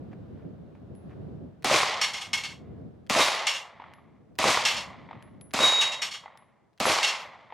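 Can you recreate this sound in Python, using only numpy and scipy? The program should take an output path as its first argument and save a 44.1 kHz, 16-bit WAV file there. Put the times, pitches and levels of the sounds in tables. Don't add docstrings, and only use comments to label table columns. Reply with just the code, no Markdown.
import sys
import numpy as np
from scipy import signal
from scipy.fft import rfft, irfft, next_fast_len
from scipy.io import wavfile
from scipy.ndimage import uniform_filter1d, map_coordinates

SR = 44100
rng = np.random.default_rng(int(sys.argv[2]) if len(sys.argv) > 2 else 0)


def inscribe(sig):
    pcm = np.round(np.clip(np.atleast_2d(sig).T, -1, 1) * 32767)
    wavfile.write(sys.argv[1], SR, pcm.astype(np.int16))


N = 332333
ECHO_SAMPLES = int(1.4 * SR)


def amp(db):
    return 10 ** (np.asarray(db) / 20)


def unit(x):
    return x / np.sqrt(np.mean(x ** 2) + 1e-20)


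def along(points, hz):
    pitches, values = np.transpose(points)
    return np.interp(np.log(hz + 1), np.log(pitches + 1), values)


def wobble(rate, size):
    knots = rng.standard_normal(int(size * rate / SR) + 4)
    return map_coordinates(knots, [np.arange(size) * rate / SR])


def filtered(x, response):
    size = x.shape[-1]
    padded = next_fast_len(size + 8192)
    return irfft(rfft(x, padded) * response(np.fft.rfftfreq(padded, 1 / SR)), padded)[..., :size]


# pitch_hz, side_db
STEREO_WIDTH = [(60, -13), (250, -22.5), (500, -18), (2000, -15.5), (4000, -13.5), (8000, -10),
                (12000, -9.5)]
def noise(colour, size, width=STEREO_WIDTH, grain_db=0):
    white = rng.standard_normal((2, size)) * amp(grain_db * wobble(900, size))
    spread = lambda hz: np.array([np.ones_like(hz), amp(along(width, hz))])
    mid, side = filtered(white, lambda hz: amp(along(colour, hz)) * spread(hz))
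    return unit(np.array([mid + side, mid - side]))


def add(track, start_s, sound):
    part = track[:, max(round(start_s * SR), 0):][:, :sound.shape[-1]]
    part += sound[..., :part.shape[-1]]


def swell(t, start_s, db, attack_s, hold_s, t60):
    age = t - start_s
    return np.clip(age / attack_s, 0, 1) * amp(db - 60 * np.maximum(age - attack_s - hold_s, 0) / t60)


# time_s, level_db
RUMBLE_LEVEL = [(0.0, -45), (0.6, -46.5), (0.78, -53.0), (0.92, -44.5), (1.1, -48), (1.22, -42.0),
                (1.42, -42.5), (1.52, -55), (2.2, -57), (2.88, -44), (3.0, -54.5), (3.6, -68), (3.92, -61),
                (4.35, -57.5), (4.85, -51.5), (5.5, -53), (6.1, -64.5), (6.68, -70.5), (7.25, -63),
                (7.53, -69.5)]
# pitch_hz, level_db
WIND_COLOUR = [(15, -49), (25, -34.5), (79, -1.5), (181, -0.5), (488, -13.5), (691, -18.5), (856, -27.5),
               (1180, -30.5), (1670, -35.5), (2070, -41), (3730, -46), (7090, -61.5), (15000, -66)]
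# pitch_hz, side_db
WIND_SPREAD = [(30, -5.5), (100, -5.5), (300, -1), (1000, -2), (8000, -2)]
def wind(wind_db, lumps_db, hiss_db):
    level = np.interp(np.arange(N) / SR, *np.transpose(RUMBLE_LEVEL))
    rush = noise(WIND_COLOUR, N, width=WIND_SPREAD)
    buffet = filtered(rush, lambda hz: 1 / (1 + (hz / 800) ** 4))
    slow_level = uniform_filter1d(level, size=SR // 2)
    hiss = amp(hiss_db + slow_level) * (rush - buffet)
    return amp(wind_db + level + lumps_db * wobble(24, N)) * buffet + hiss


def open_air():
    colour = [(100, -8.5), (700, 2.5), (2000, -18.5), (6000, -24.5), (10000, -30), (15000, -48)]
    return amp(-72.5) * noise(colour, N, width=WIND_SPREAD)


# peak_s, level_db, length_s
BOOT_SCUFFS = [(0.128, -53.5, .013), (0.405, -63, .055), (.755, -59, .006), (0.782, -65.5, .016),
               (1.117, -55.5, 0.024)]
def boots():
    out, t = np.zeros((2, N)), np.arange(SR // 2) / SR
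    colour = [(200, -5), (600, 3.5), (1000, -3.5), (2000, -7), (4500, -28), (12000, -48)]
    for peak_s, db, length_s in BOOT_SCUFFS:
        grit = noise(colour, len(t), grain_db=5)
        add(out, peak_s - 2 * length_s, amp(db) * grit * np.exp(-(t / length_s - 2) ** 2))
    return out


def tick(t, t60=.014):
    colour = [(500, -13), (1800, 10.5), (4000, 4.5), (8000, -10), (12000, -11.5), (15000, -27)]
    return noise(colour, len(t)) * amp(-60 * t / t60)


# start_s, ring_db, pitch_hz, tick_db
METAL_PINGS = [(.9514, -60.5, 10890, -62), (3.9365, -66, 11020, -46.5), (5.225, -60.5, 10920, -49),
               (5.4116, -46, 10910, -45.5), (6.3743, -61, 10880, -48), (6.858, -28.5, 11170, -30.5)]
def pings(t60, split_hz):
    out, t = np.zeros((2, N)), np.arange(SR // 2) / SR
    for start_s, ring_db, hz, tick_db in METAL_PINGS:
        ring = np.sin(2 * np.pi * (hz + split_hz) * t) + .38 * np.sin(2 * np.pi * (hz - split_hz) * t)
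        ping = .6 * amp(ring_db - 60 * t / t60) * ring + amp(tick_db) * tick(t)
        add(out, start_s, ping * amp([[1.5], [-1.5]]))
    return out


# start_s, level_db
TRIGGER_CLICKS = [(1.6238, -46.5), (3.0657, -53), (4.3545, -58.5), (5.5088, -51), (6.731, -68),
                  (6.777, -54.5)]
def trigger():
    out, t = np.zeros((2, N)), np.arange(SR // 2) / SR
    for start_s, db in TRIGGER_CLICKS:
        add(out, start_s, amp(db) * tick(t))
        add(out, start_s + .006, amp(db - 2.5) * tick(t))
    return out


# start_s, level_db
PISTOL_SHOTS = [(1.6455, -1.5), (3.0976, -1.5), (4.3877, -2.5), (5.5368, -4), (6.8015, -3.5)]
# pitch_hz, level_db
GUN_COLOUR = [(60, -21), (400, -6), (1500, 7), (4000, -1), (8000, -7), (12000, -13.5), (16000, -26)]
def pistol(shared_echo, striker_db, crack_db, crack_s):
    out, t = np.zeros((2, N)), np.arange(SR // 20) / SR
    shared_roar = np.sqrt(shared_echo) * roar(dulling_db_per_s=17.5)
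    for start_s, db in PISTOL_SHOTS:
        striker = amp(striker_db - 60 * t / .02) * noise(GUN_COLOUR, len(t))
        crack = amp(crack_db) * np.tanh(noise(GUN_COLOUR, len(t))) * np.exp(-(t / crack_s) ** 4)
        fresh_roar = np.sqrt(1 - shared_echo) * roar(dulling_db_per_s=18)
        slaps = slap_echoes(cycles=1.21, gain_db=-2.5, snap_db=-9)
        add(out, start_s - .0036, striker)
        add(out, start_s, amp(db) * crack)
        add(out, start_s, amp(db) * (shared_roar + fresh_roar + slaps))
    return out


def roar(dulling_db_per_s):
    t = np.arange(ECHO_SAMPLES) / SR
    return bank_echo(t) + boom(t) + woods_echo(t, dulling_db_per_s)


# pitch_hz, level_db
BRIGHT_COLOUR = [(100, -32), (400, -10.5), (700, -1.5), (1100, 3.5), (1550, -4.5), (2200, 1), (3400, -1.5),
                 (5000, -4), (7000, -9), (10000, -18), (13000, -27.5), (16000, -44)]
def bank_echo(t, crest_s=.44, crest_width_s=.025, drop_db=-12):
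    gravel = swell(t, start_s=0, db=-26, attack_s=.001, hold_s=.08, t60=.5)
    bank = swell(t, start_s=.01, db=-21.5, attack_s=.088, hold_s=.047, t60=.91)
    crest = amp(drop_db * (1 + np.tanh((t - crest_s) / crest_width_s)) / 2)
    grit = noise(BRIGHT_COLOUR, len(t), grain_db=2) * amp(1.3 * wobble(160, len(t)))
    echo = crest * np.hypot(gravel, bank) * grit
    soft = filtered(echo, lambda hz: 1 / (1 + (hz / 6500) ** 4))
    return soft + (echo - soft) * amp(-90 * np.maximum(t - .15, 0))


# pitch_hz, level_db
DULL_COLOUR = [(25, -38.5), (60, -21), (120, -7), (280, -3), (430, -3), (600, 6), (900, -1.5), (1400, -4.5),
               (3000, -35.5), (8000, -70)]
def boom(t):
    muzzle = swell(t, start_s=0, db=-26, attack_s=.001, hold_s=.004, t60=.29)
    slope = swell(t, start_s=.052, db=-23.5, attack_s=.013, hold_s=.041, t60=.16)
    mounds = swell(t, start_s=.087, db=-45.5, attack_s=.04, hold_s=.03, t60=.85)
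    return np.sqrt(muzzle ** 2 + slope ** 2 + mounds ** 2) * noise(DULL_COLOUR, len(t))


# delay_s, level_db, pitch_hz
ECHO_FACES = [(.0058, -15.5, 562), (.0082, -18, 214), (.0538, -6, 1077), (.067, -10, 563), (.081, -10, 871),
              (.0959, -9.5, 839), (.098, -9, 478), (.1288, -13.5, 632), (.158, -7.5, 2110),
              (.163, -12.5, 750), (.186, -8.5, 1072), (.188, -16.5, 527), (.249, -23, 520),
              (.701, -31.5, 964), (.722, -26.5, 868), (.742, -30.5, 1170), (.765, -36.5, 790),
              (.817, -38, 845), (.886, -41.5, 1070)]
def slap_echoes(cycles, gain_db, snap_db):
    out, t = np.zeros((2, ECHO_SAMPLES)), np.arange(SR // 20) / SR
    for delay_s, db, hz in ECHO_FACES:
        loud, detune, shift = rng.standard_normal(3)
        turns = t * hz * (1 + .05 * detune)
        stretch = 1 + 2 * delay_s
        shape = np.sqrt(turns / stretch) * np.exp(-(turns / (cycles * stretch)) ** 2)
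        pulse = np.sin(2 * np.pi * turns) * shape
        snap = amp(snap_db - 60 * t / (.0096 + .06 * delay_s)) * noise(TREE_COLOUR, len(t))
        air = signal.butter(2, min(2100 / (delay_s + .15), .45 * SR), fs=SR)
        slap = signal.lfilter(*air, pulse + snap)
        add(out, delay_s + .00018 * shift, amp(db + gain_db + 1.4 * loud) * slap)
    return out


# pitch_hz, level_db
TREE_COLOUR = [(60, -27), (300, -22), (560, -1), (800, 2), (1100, 2.5), (1550, -9), (2050, 2), (2600, -8.5),
               (3400, -5.5), (5000, -18.5), (8000, -53.5), (15000, -58)]
def woods_echo(t, dulling_db_per_s):
    trees = swell(t, start_s=.053, db=-32.5, attack_s=.1, hold_s=.17, t60=1.1)
    hill = swell(t, start_s=.69, db=-49.5, attack_s=.03, hold_s=.02, t60=1.12)
    echo = noise(TREE_COLOUR, len(t), grain_db=2) * amp(1.5 * wobble(70, len(t)))
    dull = filtered(echo, lambda hz: 1 / (1 + (hz / 2200) ** 4))
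    return np.hypot(trees, hill) * (dull + (echo - dull) * amp(-dulling_db_per_s * t))


# start_s, level_db, fade_s, note_hz, note_db
PLATE_FALLS = [(2.0132, -20.5, .33, 2182, -8.5), (2.3309, -23, 0.11, 2180, -5.5),
               (3.4679, -21, .37, 2810, -5), (4.6505, -20, .48, 2710, -7.5), (5.809, -22.5, .3, 2746, -5.5),
               (6.0175, -26.5, .17, 2863, -10), (7.0287, -22.5, .43, 2745, -4)]
# start_s, level_db
PLATE_BOUNCES = [(2.133, -31), (2.168, -36), (2.21, -33), (2.372, -30.5), (2.434, -31.5), (2.488, -42),
                 (3.545, -33), (4.765, -31.5), (5.918, -32), (6.044, -31.5), (6.108, -35), (6.132, -35.5),
                 (7.073, -27.5), (7.188, -43.5)]
# pitch_hz, level_db, fade_s
STEEL_TONES = [(850, -18, 0.28), (1935, -6, 0.49), (2183, 0, 0.51), (2726, -4, 0.54), (2870, -1, .35),
               (3254, 0, 0.84), (3340, -3.5, 0.39), (4400, -2, 0.78), (5280, -4, .36), (5480, -1, .33),
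               (5860, -17, .36), (6700, -5.5, 0.24), (6880, -11.5, 0.85), (7260, -17.5, 0.14),
               (8400, -16, 0.36), (9100, -13, .35), (11300, -27, 0.9), (11720, -22.5, 0.98),
               (13080, -33, .45), (14640, -37.5, .35)]
# pitch_hz, level_db
CLATTER_COLOUR = [(200, -28.5), (600, -13.5), (1000, 0), (1600, -2.5), (2300, -1), (3000, 4), (4000, -1),
                  (5500, -3), (7500, -10), (10000, -21), (13000, -31), (16000, -43.5)]
def clangs(ring_db, clatter_db, note_gain_db, smack_db, attack_s, hold_s, settle_s, bounce_t60):
    out, t = np.zeros((2, N)), np.arange(SR // 2) / SR
    last_fall = lambda time_s: max(row for row in PLATE_FALLS if row[0] < time_s)
    bounces = [(s, db, bounce_t60, *last_fall(s)[3:]) for s, db in PLATE_BOUNCES]
    hz, tone_db, tone_t60 = np.transpose(STEEL_TONES)[:, :, None]
    after_hold = np.maximum(t - hold_s, 0)
    settle = amp(-10 * (t / settle_s) ** 3)
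    rack_hz = np.arange(0, SR / 2, 35)
    rack_tones = np.c_[rack_hz, 3.8 * rng.standard_normal(len(rack_hz))]
    smack_colour = [(500, -18.5), (2500, 1), (7000, .5), (10000, -10.5), (13000, -23), (16000, -37.5)]
    for start_s, db, t60, note_hz, note_db in list(PLATE_FALLS) + bounces:
        loud, detune, phase, spread = rng.standard_normal((4, len(STEEL_TONES), 1))
        angle = 2 * np.pi * (hz * (1 + .003 * detune) * t + phase) + 1.3 * wobble(90, len(t))
        fade = amp(tone_db + 4.2 * loud - 60 * t / tone_t60 - 35 * after_hold / t60)
        ring = np.array([(fade * np.sin(angle + side * .16 * spread)).sum(0) for side in (1, -1)])
        clatter = unit(filtered(noise(CLATTER_COLOUR, len(t)), lambda f: amp(along(rack_tones, f))))
        note = np.sin(2 * np.pi * note_hz * t + 1.3 * wobble(140, len(t)))
        note *= amp(note_gain_db + note_db + 1.8 * wobble(110, len(t)))
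        chatter = amp(clatter_db) * clatter + note
        chatter *= amp(1.2 * wobble(110, len(t)) - 60 * after_hold / t60)
        smack = amp(smack_db - 60 * t / .061) * noise(smack_colour, len(t))
        rise = 1 - np.exp(-t / (attack_s * amp(-18.5 - db)))
        add(out, start_s, amp(db) * (amp(ring_db) * ring + chatter + smack) * rise * settle)
    return out


# start_s, level_db, upright_s
SINGING_HITS = [(3.14, -32.5, 0.03), (5.59, -20, .16)]
# pitch_hz, level_db
SINGING_TONES = [
    [(3768, 1), (6503, -15.5), (9981, -13), (11700, -20), (13440, -21.5)],
    [(3795, 0), (6837, -17.5), (10060, -34), (13600, -46)],
]
def singing_plates(attack_s, sag_db_per_s, t60, flutter_db, sway_db):
    out, t = np.zeros(N), np.arange(N) / SR
    for (start_s, peak_db, upright_s), tones in zip(SINGING_HITS, SINGING_TONES):
        note = np.zeros(N)
        for hz, db in tones:
            flutter = amp(db + flutter_db * wobble(45, N))
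            note += flutter * np.sin(2 * np.pi * hz * t + .25 * wobble(45, N))
        standing_s = np.clip(t - start_s - attack_s, 0, upright_s)
        sag = amp(sway_db * wobble(14, N) - sag_db_per_s * standing_s)
        out += np.sqrt(2) * swell(t, start_s, peak_db, attack_s, upright_s, t60) * sag * note
    return out * amp([[-.7], [.7]])


def scene():
    out = wind(wind_db=2, lumps_db=2.3, hiss_db=2) + open_air()
    out += boots() + pings(t60=.3, split_hz=50) + trigger()
    out += pistol(shared_echo=.55, striker_db=-45, crack_db=-15.5, crack_s=.0019)
    out += clangs(ring_db=-11, clatter_db=-4, note_gain_db=-.5, smack_db=-3.5,
                  attack_s=.0007, hold_s=.019, settle_s=.25, bounce_t60=.24)
    return out + singing_plates(attack_s=.064, sag_db_per_s=25, t60=.54, flutter_db=2, sway_db=.1)


def record(dry):
    thinned = signal.sosfilt(signal.butter(2, 48, "high", fs=SR, output="sos"), dry)
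    rounded = thinned / (1 + (thinned / .45) ** 4) ** (1 / 4)
    return filtered(rounded, lambda hz: hz < 16000)


dry = scene()
out = record(dry)
inscribe(out)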